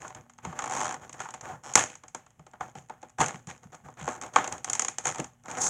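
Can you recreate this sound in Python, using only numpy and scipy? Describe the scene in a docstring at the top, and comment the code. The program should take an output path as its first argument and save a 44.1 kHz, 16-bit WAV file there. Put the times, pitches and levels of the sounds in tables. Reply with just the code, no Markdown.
"""A clear plastic blister pack is pried open by hand, close to a small camera's microphone in a quiet room.
Its stiff shell buckles in sharp snaps: noise bursts rung through the resonances of the pack.
Trains of slips judder and creak, shaped noise crinkles; low thuds are sagging sines with dull noise.
Each click carries a brief answer from the room, over room noise and a faint hum of wavering sines."""
import sys
import numpy as np
from scipy import signal
from scipy.fft import rfft, irfft, next_fast_len
from scipy.io import wavfile
from scipy.ndimage import map_coordinates

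SR = 44100
rng = np.random.default_rng(int(sys.argv[2]) if len(sys.argv) > 2 else 0)


def wav_record(signal):
    """Record a signal, one row per channel, as 16-bit PCM in the file named by sys.argv[1]."""
    frames = np.transpose(np.atleast_2d(signal))
    bounded = np.clip(frames, -1, 1)
    # unit amplitude maps onto the largest positive 16-bit level
    quanta = np.round(bounded * 32767).astype(np.int16)
    wavfile.write(sys.argv[1], SR, quanta)


N = 250929
HIT = SR // 2  # samples in one click with its tail

# The shell buckles or is tapped:
# (time [s], relative body level [dB], brightness = ring over body [dB], pitch of the bent spot [Hz])
SNAP_TIMES = [(.0477, -35.5, -29, 940), (0.0788, -55, 15, 1010), (0.1039, -40, -13, 935),
              (0.1484, -45.5, 5, 905), (0.2963, -50, -4, 1110), (0.3856, -45, -8, 1080),
              (0.4497, -30.5, -7, 890), (.5268, -34, -20, 1010), (0.5897, -27, -2, 1140),
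              (1.0943, -44.5, 3, 980), (1.1284, -47, 8, 1030), (1.203, -28.5, -8, 1210),
              (1.2552, -34.5, -19, 1150), (1.2873, -37, -8, 1010), (1.3055, -49, 7.5, 1000),
              (1.3391, -35, -4, 1020), (1.3448, -42, 0.5, 910), (1.4101, -45.5, 7, 1030),
              (1.7363, -49, 21.5, 960), (1.7545, -14.5, 7.5, 887), (1.775, -20, -5, 990),
              (1.7968, -36, -2, 1020), (1.8385, -48, 11.5, 1000), (1.9535, -49, 8, 1070),
              (2.036, -43, -7, 930), (2.0813, -55.5, 12.5, 970), (2.1472, -34, 1.5, 910),
              (2.2646, -52.5, -5, 1130), (2.3942, -50, -9, 890), (2.4656, -46.5, -7, 924),
              (2.5347, -43.5, -16, 950), (2.6077, -26.5, -18, 1045), (2.7532, -40, -10, 880),
              (2.8971, -36, -14.5, 900), (3.0287, -40, -9.5, 897), (3.1845, -29.5, -12, 910),
              (3.203, -19.5, -9, 1110), (3.2141, -21, -1.5, 940), (3.2266, -24, -30, 1000),
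              (3.2604, -41, 14.5, 930), (3.2823, -39.5, 9, 990), (3.471, -47.5, 5.5, 960),
              (3.501, -40.5, -1, 1070), (3.748, -48.5, 2.5, 990), (3.8852, -40.5, -19, 820),
              (4.0774, -21.5, -20, 900), (4.087, -33, -1, 920), (4.2137, -40.5, 6, 1060),
              (4.2221, -39.5, 1.5, 960), (4.2627, -43.5, -2, 885), (4.36, -8, -13, 1173),
              (4.4422, -30.5, -2, 1020), (4.4757, -34, 5, 860), (4.5238, -37.5, 8.5, 880),
              (4.5802, -48.5, 7, 1010), (4.6445, -36, 9.5, 1020), (4.698, -39.5, 17.5, 870),
              (4.7319, -37, 17.5, 1040), (4.7516, -34, 8.5, 1000), (4.7944, -28.5, 11.5, 950),
              (4.8202, -33, 10.5, 900), (4.8478, -34.5, 10.5, 980), (4.8827, -33, 10.5, 1000),
              (4.9836, -33, 8, 1000), (5.0542, -28, 6, 925), (5.0685, -33, 9, 990),
              (5.0782, -35.5, 7, 1010), (5.1458, -37.5, -1, 980), (5.1576, -37, -1.5, 1050),
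              (5.1832, -42, 5, 820), (5.1918, -33.5, -20, 670), (5.1984, -38.5, 7.5, 780),
              (5.243, -44.5, 7.5, 940), (5.4572, -43, -3.5, 990), (5.5126, -35.5, 1, 920),
              (5.6169, -53, 31.5, 930), (5.6339, -49, 21, 980)]
# Registers of the pack, in the order knock, body, clack, ring; each kind of click shifts the base values:
# (low edge [Hz], high edge [Hz], base crack t60 [s], base shiver level [dB], shiver t60 [s], base room level [dB])
PACK_REGISTERS = [(161, 549, 0.035, -2, 0.14, -17), (559, 1576, 0.019, -7, 0.11, -11.5),
                  (1640, 4010, 0.0082, -3, 0.06, -10), (5230, 8670, 0.0084, -15.5, 0.14, -11)]
SPOT_HZ, KNOCK_DB = 942, -9  # usual bent spot, and its knock against the body
CLACK_DB = -5  # clack against the body, before brightness lifts it


def amp(db):
    """Amplitude ratio of a level in dB."""
    return 10 ** (np.asarray(db) / 20)


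def unit(x):
    """x scaled to rms 1."""
    return x / np.sqrt(np.mean(x ** 2) + 1e-20)


def along(points, hz):
    """Interpolate (frequency [Hz], value) points on a log frequency axis."""
    f, v = np.transpose(points)
    return np.interp(np.log(hz + 1), np.log(f + 1), v)


def wobble(rate):
    """A smooth random curve, rate knots a second."""
    knots = rng.standard_normal(int(N * rate / SR) + 4)
    return map_coordinates(knots, [np.arange(N) * rate / SR])


def filtered(x, response):
    """x times a response of frequency."""
    m = next_fast_len(len(x) + SR // 8)
    return irfft(rfft(x, m) * response(np.fft.rfftfreq(m, 1 / SR)), m)[:len(x)]


def coloured(spectrum, size):
    """Noise of rms 1 shaped by a (frequency [Hz], relative level [dB]) spectrum."""
    return unit(filtered(rng.standard_normal(size), lambda hz: amp(along(spectrum, hz))))


def add(track, s, sound):
    """Mix a sound into the track from time s on."""
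    part = track[max(0, round(s * SR)):][:len(sound)]
    part += sound[:len(part)]


def background():
    """Quiet room noise and a faint hum that wavers in level and phase."""
    hum_tones = [(119.5, -72), (240, -73), (748, -86)]  # wavering hum tones: (frequency [Hz], middle level [dB])
    air_spectrum = [(15, -24.5), (25, -4), (64, -2.5), (130, -4.5), (416, -16.5), (775, -18.5),
                    (1190, -25.5), (1740, -23.5), (2350, -27), (2990, -23), (4490, -39.5), (6740, -24),
                    (16000, -44)]  # room noise: (frequency [Hz], relative density [dB])
    t = np.arange(N) / SR
    hum = np.zeros(N)
    for hz, db in hum_tones:
        level = amp(db + 5.4 * wobble(1.2))
        hum += level * np.sqrt(2) * np.sin(2 * np.pi * hz * t + 0.33 * wobble(6.5))
    return hum + amp(-71.5) * coloured(air_spectrum, N)


def low_thuds(t60, sag, rise):
    """Finger bumps and a hard snap give dull thuds, each with a short hollow note of sagging pitch."""
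    # low thuds of finger bumps and of a hard snap: (time [s], relative level [dB], middle pitch [Hz])
    thud_times = [(0.159, -38, 156.6), (0.459, -28, 185.7), (1.515, -39, 167), (1.759, -29, 128.6),
                  (2.391, -44.5, 165), (2.607, -37, 155.6), (2.758, -38, 153.3), (3.2, -23, 144),
                  (3.345, -37, 146), (3.474, -35, 146), (3.655, -42.5, 152), (3.841, -41, 159.3),
                  (4.018, -32.5, 156), (4.524, -48, 182), (5.195, -28.5, 300)]
    thud_spectrum = [(30, -25.5), (70, -3.5), (150, 4), (260, -6.5), (450, -21), (1500, -82)]  # dull noise of a thud: (frequency [Hz], relative level [dB])
    out, t = np.zeros(N), np.arange(SR // 4) / SR
    for s, db, hz in thud_times:
        pitch = hz * (1 + sag * (np.exp(-t / 0.027) - .5))
        note = np.sin(2 * np.pi * np.cumsum(pitch) / SR)
        envelope = amp(db - 60 * t / t60) * (1 - np.exp(-t / rise))
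        thud = coloured(thud_spectrum, len(t))
        add(out, s - rise, envelope * (amp(-4.5) * note + amp(-6.5) * thud))
    return out


def shell(low_hz, high_hz, centre_hz=None):
    """Causal response of the pack in one register; a bent spot favours resonances near centre_hz."""
    pack_resonances = [(253, 59, -7.5), (355, 62, -8), (498, 50, -3.5), (615, 19, 1.5), (753, 22, 8),
                       (799, 89, 4), (881, 59, 3), (1094, 130, 0), (1260, 52, 0), (1357, 49, -4.5),
                       (1447, 78, -1), (1750, 420, -1.5), (2144, 160, -4), (2450, 320, -6.5),
                       (3170, 350, -8.5), (4030, 230, -22.5), (5700, 450, -7.5), (6590, 61, -3.5),
                       (6603, 600, 1), (6840, 56, -7), (7180, 120, -1), (7370, 210, -10), (7670, 430, -8.5),
                       (9900, 1200, -20.5), (12500, 1800, -32.5), (15000, 1700, -29.5)]  # plastic shell: (frequency [Hz], width [Hz], relative level [dB])
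    capsule_colour = [(2500, -2.5), (4300, -2.5), (5300, -3.5), (6500, 0.5), (7800, -0.5), (9200, -0.5),
                      (11000, -6.5), (13000, -7), (16000, -8.5)]  # microphone colour on the pack: (frequency [Hz], gain [dB])
    f = np.fft.rfftfreq(4096, 1 / SR) + 1
    hz, width, db = np.transpose(pack_resonances)[:, :, None]
    peaks = (amp(db) * f * width) ** 2 / ((hz * hz - f * f) ** 2 + (f * width) ** 2)
    power = np.sum(peaks, axis=0)
    power = power / (1 + (low_hz / f) ** 6) / (1 + (f / high_hz) ** 8)
    power = power * amp(along(capsule_colour, f)) ** 2
    if centre_hz:
        power = power / (1 + (np.log(f / centre_hz) / 0.26) ** 2)
    # folding the cepstrum gives minimum phase: no sound ahead of the strike
    cepstrum = irfft(np.log(power + 1e-12) / 2)
    cepstrum[1:len(f) - 1] *= 2
    cepstrum[len(f):] = 0
    return irfft(np.exp(rfft(cepstrum)))[:SR // 14]


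def voicing(db, bright_db, knock_db, clack_db):
    """Levels of knock, body, clack and ring: a sharper buckle lifts the upper registers."""
    clack_share = 0.49  # the clack lies between body and ring
    return db + knock_db, db, db + clack_db + clack_share * bright_db, db + bright_db


def effort(length, rise, t60):
    """Attack, hold and release of one push on the plastic."""
    t = np.arange(round((length + t60) * SR)) / SR
    return np.minimum(t / rise, 1) * amp(-60 * np.maximum(t - length, 0) / t60)


def activity(knock_db, clack_db):
    """Crinkling strength per register: steady grip, finger moves, strain before snaps, rattle after them."""
    # The fingers crumple or rub the pack; rasp is extra level in the clack register:
    # (start [s], length [s], relative body level [dB], brightness [dB], rasp [dB])
    finger_moves = [(0, 0.068, -48, -6, 1), (0.155, 0.014, -48, -16, 3.5), (0.424, 0.09, -50, -7.5, 2.5),
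                    (0.546, 0.4, -44.5, -11, 1.5), (0.706, 0.1, -41.5, -1, -5),
                    (1.006, 0.034, -48.5, -8.5, -0.5), (1.125, 0.041, -51, -9, -2),
                    (1.184, 0.06, -49, -1, 4), (1.423, 0.099, -43.5, -11.5, -1.5),
                    (1.632, 0.09, -49.5, -8, 0), (1.761, 0.037, -32.5, 5.5, 6), (1.843, 0.073, -62, 6.5, 8),
                    (2.6, 0.022, -44, -12, -2), (2.752, 0.022, -52, -3, 3.5), (3.185, 0.017, -33, -2, -2),
                    (3.195, 0.017, -28, -5.5, 2.5), (3.265, 0.015, -39, -8, 4.5),
                    (3.333, 0.019, -50.5, -4, 2), (3.475, 0.014, -46, -2.5, 7), (3.619, 0.02, -56, -8.5, 0),
                    (3.717, 0.017, -50, -8.5, 3), (3.835, 0.028, -51.5, -11.5, -2),
                    (3.966, .06, -50, -9, 6), (4.048, 0.13, -49, -13, -9), (4.219, 0.022, -41, -9, 1),
                    (4.329, 0.019, -42.5, -5, 1.5), (4.38, 0.062, -41, -14, 2),
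                    (4.508, 0.023, -38.5, -10.5, -0.5), (4.658, 0.11, -47.5, -7, 3.5),
                    (5.035, .015, -43.5, 4.5, -2), (5.056, 0.036, -38, 0, 1.5),
                    (5.168, 0.026, -41, -8.5, 5), (5.222, 0.013, -53, 0, 0), (5.435, .03, -54, -11, -5),
                    (5.474, .105, -42, -7.5, -0.5), (5.566, 0.1, -36.5, -4, -10),
                    (5.598, 0.07, -47, 19.5, -23)]
    # Power law of effort in knock, body, clack and ring: the clack fades fastest, the knock slowest.
    # (exponent [1] for each register)
    effort_laws = (0.84, 1.04, 1.22, 1)
    move_rise_s, move_t60_s = 0.016, 0.24  # a move takes hold quickly and dies away
    rattle_db, bright_db, rattle_rasp_db = -23, -10.5, 3  # the pack settling, against its snap
    rattle = effort(length=.02, rise=.02, t60=0.3)
    # the shell rustles under strain before it gives: level against the snap, ceiling, length
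    lead_db, lead_top_db, lead_s = -21.5, -46, 0.0058
    lead = effort(lead_s, lead_s, lead_s)

    pushes = []
    for s, length, *colour in finger_moves:
        pushes.append((s, effort(length, move_rise_s, move_t60_s), *colour))
    for s, db, *_ in SNAP_TIMES:
        pushes.append((s, rattle, db + rattle_db, bright_db, rattle_rasp_db))
        pushes.append((s - lead_s, lead, min(db + lead_db, lead_top_db), bright_db, 0))
    # the faint rustle of just holding the pack
    pushes.append((0, amp(2.4 * wobble(10)), -79, -6.5, 0))

    power = np.zeros((len(PACK_REGISTERS), N))
    for s, envelope, db, brightness, rasp_db in pushes:
        levels = voicing(db, brightness, knock_db, clack_db + rasp_db)
        for track, level_db, law in zip(power, levels, effort_laws):
            add(track, s, (amp(level_db) * envelope ** law) ** 2)
    return np.sqrt(power)


def crinkle(rate, spread_db, knock_db, clack_db):
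    """Many tiny buckles of uneven size, over the scrape of skin and card, excite the pack's resonances."""
    flex_spectrum = [(20, -25.5), (45, -16), (70, -3.5), (140, 6), (200, -4.5), (400, -32.5), (1500, -88)]  # the pack bending as a whole: (frequency [Hz], relative level [dB])
    hiss_spectrum = [(5000, -39), (10000, 0), (16000, -5)]  # thin high hiss: (frequency [Hz], relative level [dB])
    strengths = activity(knock_db, clack_db)
    body = strengths[1]
    happens = rng.random(N) < rate / SR
    sizes = happens * amp(spread_db * np.minimum(rng.exponential(size=N), 3))
    life = amp(-60 * np.arange(SR // 50) / SR / .01)  # each buckle has a t60 of 10 ms
    grains = unit(np.sqrt(np.abs(signal.fftconvolve(sizes ** 2, life ** 2)[:N])))
    # scrape against grains in knock, body, clack and ring
    scrapes = (1.4, 1.5, 0.71, 1.2)
    out = np.zeros(N)
    for (low_hz, high_hz, *_), strength, scrape in zip(PACK_REGISTERS, strengths, scrapes):
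        force = np.hypot(grains, scrape) * rng.standard_normal(N)
        out += unit(signal.fftconvolve(force, shell(low_hz, high_hz))[:N]) * strength
    # the whole pack flexes under the same pressure
    out += coloured(flex_spectrum, N) * amp(-29.5) * body ** 0.55
    # a thin high hiss rises and falls with the handling
    return out + coloured(hiss_spectrum, N) * amp(-52.0) * body ** .48


def burst(envelope, response):
    """Noise under an envelope, rung through a response, with energy 1."""
    x = signal.fftconvolve(envelope * rng.standard_normal(len(envelope)), response)
    return np.pad(x / np.linalg.norm(x), (0, HIT))[:HIT]


def clicks(rows, hold, decay, shiver_db, room_db):
    """Each click is a brief crack, a short shiver of the shell and the room's answer, in every register."""
    room_decay = [(200, 0.3), (800, 0.26), (2500, 0.39), (7000, 0.19), (14000, 0.21)]  # the room's reverberation: (frequency [Hz], t60 [s])
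    onset = round(.006 * SR)  # samples over which a click's level is set
    out, t = np.zeros(N), np.arange(HIT * 2 // 3) / SR
    short = t[:SR // 8]
    for k, (low_hz, high_hz, crack_t60, after_db, after_t60, wet_db) in enumerate(PACK_REGISTERS):
        whole = shell(low_hz, high_hz)
        crack = amp(-60 * np.maximum(short[:SR // 25] - hold, 0) / (decay * crack_t60))
        shiver = amp(-60 * short / after_t60) * (1 - np.exp(-short / 0.0046))
        room_t60 = along(room_decay, np.sqrt(low_hz * high_hz))
        room = amp(-60 * t / room_t60) * (1 - np.exp(-t / 0.0055))
        for s, *levels, centre_hz in rows:
            # only the register that holds the bent spot is tuned to it
            spot = shell(low_hz, high_hz, centre_hz) if low_hz < centre_hz < high_hz else whole
            hit = burst(crack, spot) + amp(after_db + shiver_db) * burst(shiver, spot)
            hit = hit + amp(wet_db + room_db) * burst(room, whole)
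            add(out, s, amp(levels[k]) * hit / np.sqrt(np.mean(hit[:onset] ** 2)))
    return out


def stray_ticks():
    """Small creases in the relaxing plastic tick at random moments."""
    per_s, middle_db, spread_db, bright_db = 11, -67, 2, 6
    rows = []
    for at, size in rng.random((round(per_s * N / SR), 2)):
        db = middle_db + spread_db * (2 * size - 1)
        rows.append((at * N / SR, *voicing(db, bright_db, KNOCK_DB, CLACK_DB), SPOT_HZ))
    return clicks(rows, hold=.0012, decay=.7, shiver_db=-2, room_db=-2)


def stick_slip(clack_db):
    """A fingertip judders or the shell creaks, hardest in mid-push; more even slips ring more alike."""
    # A spot sticks and slips under strain:
    # (start [s], end [s], slip rate at start [1/s], in the middle [1/s], at the end [1/s],
    #  unevenness [0-1], body level in mid-push [dB], brightness [dB], hold of a slip before it decays [s])
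    strained_spots = [(0.621, 0.949, 48.16, 90.55, 49.9, .85, -32, -4.5, 0.0026),
                      (1.437, 1.547, 171, 198.7, 179.7, 0.58, -47, -19, 0.0035),
                      (1.633, 1.73, 164.3, 124.7, 106.6, 0.034, -47, -3, .0008),
                      (3.994, 4.161, 62.04, 92.4, 95.4, 0.21, -45.5, -2, .0011)]
    slip_hz, knock_db, swell_db = 980, -12.5, 3  # pitch, knock against body, growth in mid-push
    scatter_db, jitter = 1.5, .2  # scatter of size and of log gap when fully uneven
    out = np.zeros(N)
    for start, end, *rates, uneven, db, bright_db, hold in strained_spots:
        length = end - start
        rate_times = [start, start + length / 2, end]
        slips, s = [], start
        while s < end:
            swell = swell_db * (np.sin(np.pi * (s - start) / length) - 1)
            slips.append((s, db + swell + rng.normal(0, scatter_db * np.sqrt(uneven))))
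            s += np.exp(rng.normal(0, jitter * uneven)) / np.interp(s, rate_times, rates)

        def play(hits):
            """Ring slips given as (time, level)."""
            rows = [(at, *voicing(level, bright_db, knock_db, clack_db), slip_hz) for at, level in hits]
            return clicks(rows, hold=hold, decay=0.46, shiver_db=-2.0, room_db=-7.0)

        # one identical sound, 3.7 ms into its slot, shared by all slips of the push
        common = play([(0.0037, 0)])[:HIT]
        for s, level in slips:
            add(out, s, np.sqrt(1 - uneven) * amp(level) * common)
        out += np.sqrt(uneven) * play(slips)
    return out


def snaps():
    """The shell pops from one bend into another; a wider, lower spot knocks harder."""
    knock_db_per_octave = -30
    rows = []
    for s, db, bright_db, hz in SNAP_TIMES:
        knock_db = KNOCK_DB + knock_db_per_octave * np.log2(hz / SPOT_HZ)
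        rows.append((s, *voicing(db, bright_db, knock_db, CLACK_DB), hz))
    return amp(-3.5) * clicks(rows, hold=0.0024, decay=1.45, shiver_db=-3.0, room_db=-1.0)


def scene():
    """One close microphone, weak in the deepest bass, feeds both channels."""
    pack = snaps() + stray_ticks()
    pack += crinkle(rate=250, spread_db=6.5, knock_db=-5.0, clack_db=-4.5)
    pack += low_thuds(t60=0.21, sag=0.41, rise=0.0044)
    pack += stick_slip(clack_db=-7)
    bass_cut = signal.butter(2, 42, "highpass", fs=SR, output="sos")
    mono = signal.sosfilt(bass_cut, pack + background())
    return np.array([mono, mono])


def record(dry):
    """Loud peaks saturate the camera, the positive side earlier; a steep filter ends the band at top_hz."""
    top_hz = 16000
    ceiling = 1.15 - 0.16 * np.sign(dry)
    held = dry / (1 + np.abs(dry / ceiling) ** 6) ** (1 / 6)
    return np.array([filtered(x, lambda hz: 1 / np.sqrt(1 + (hz / top_hz) ** 160)) for x in held])


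dry = scene()
out = record(dry)
wav_record(out)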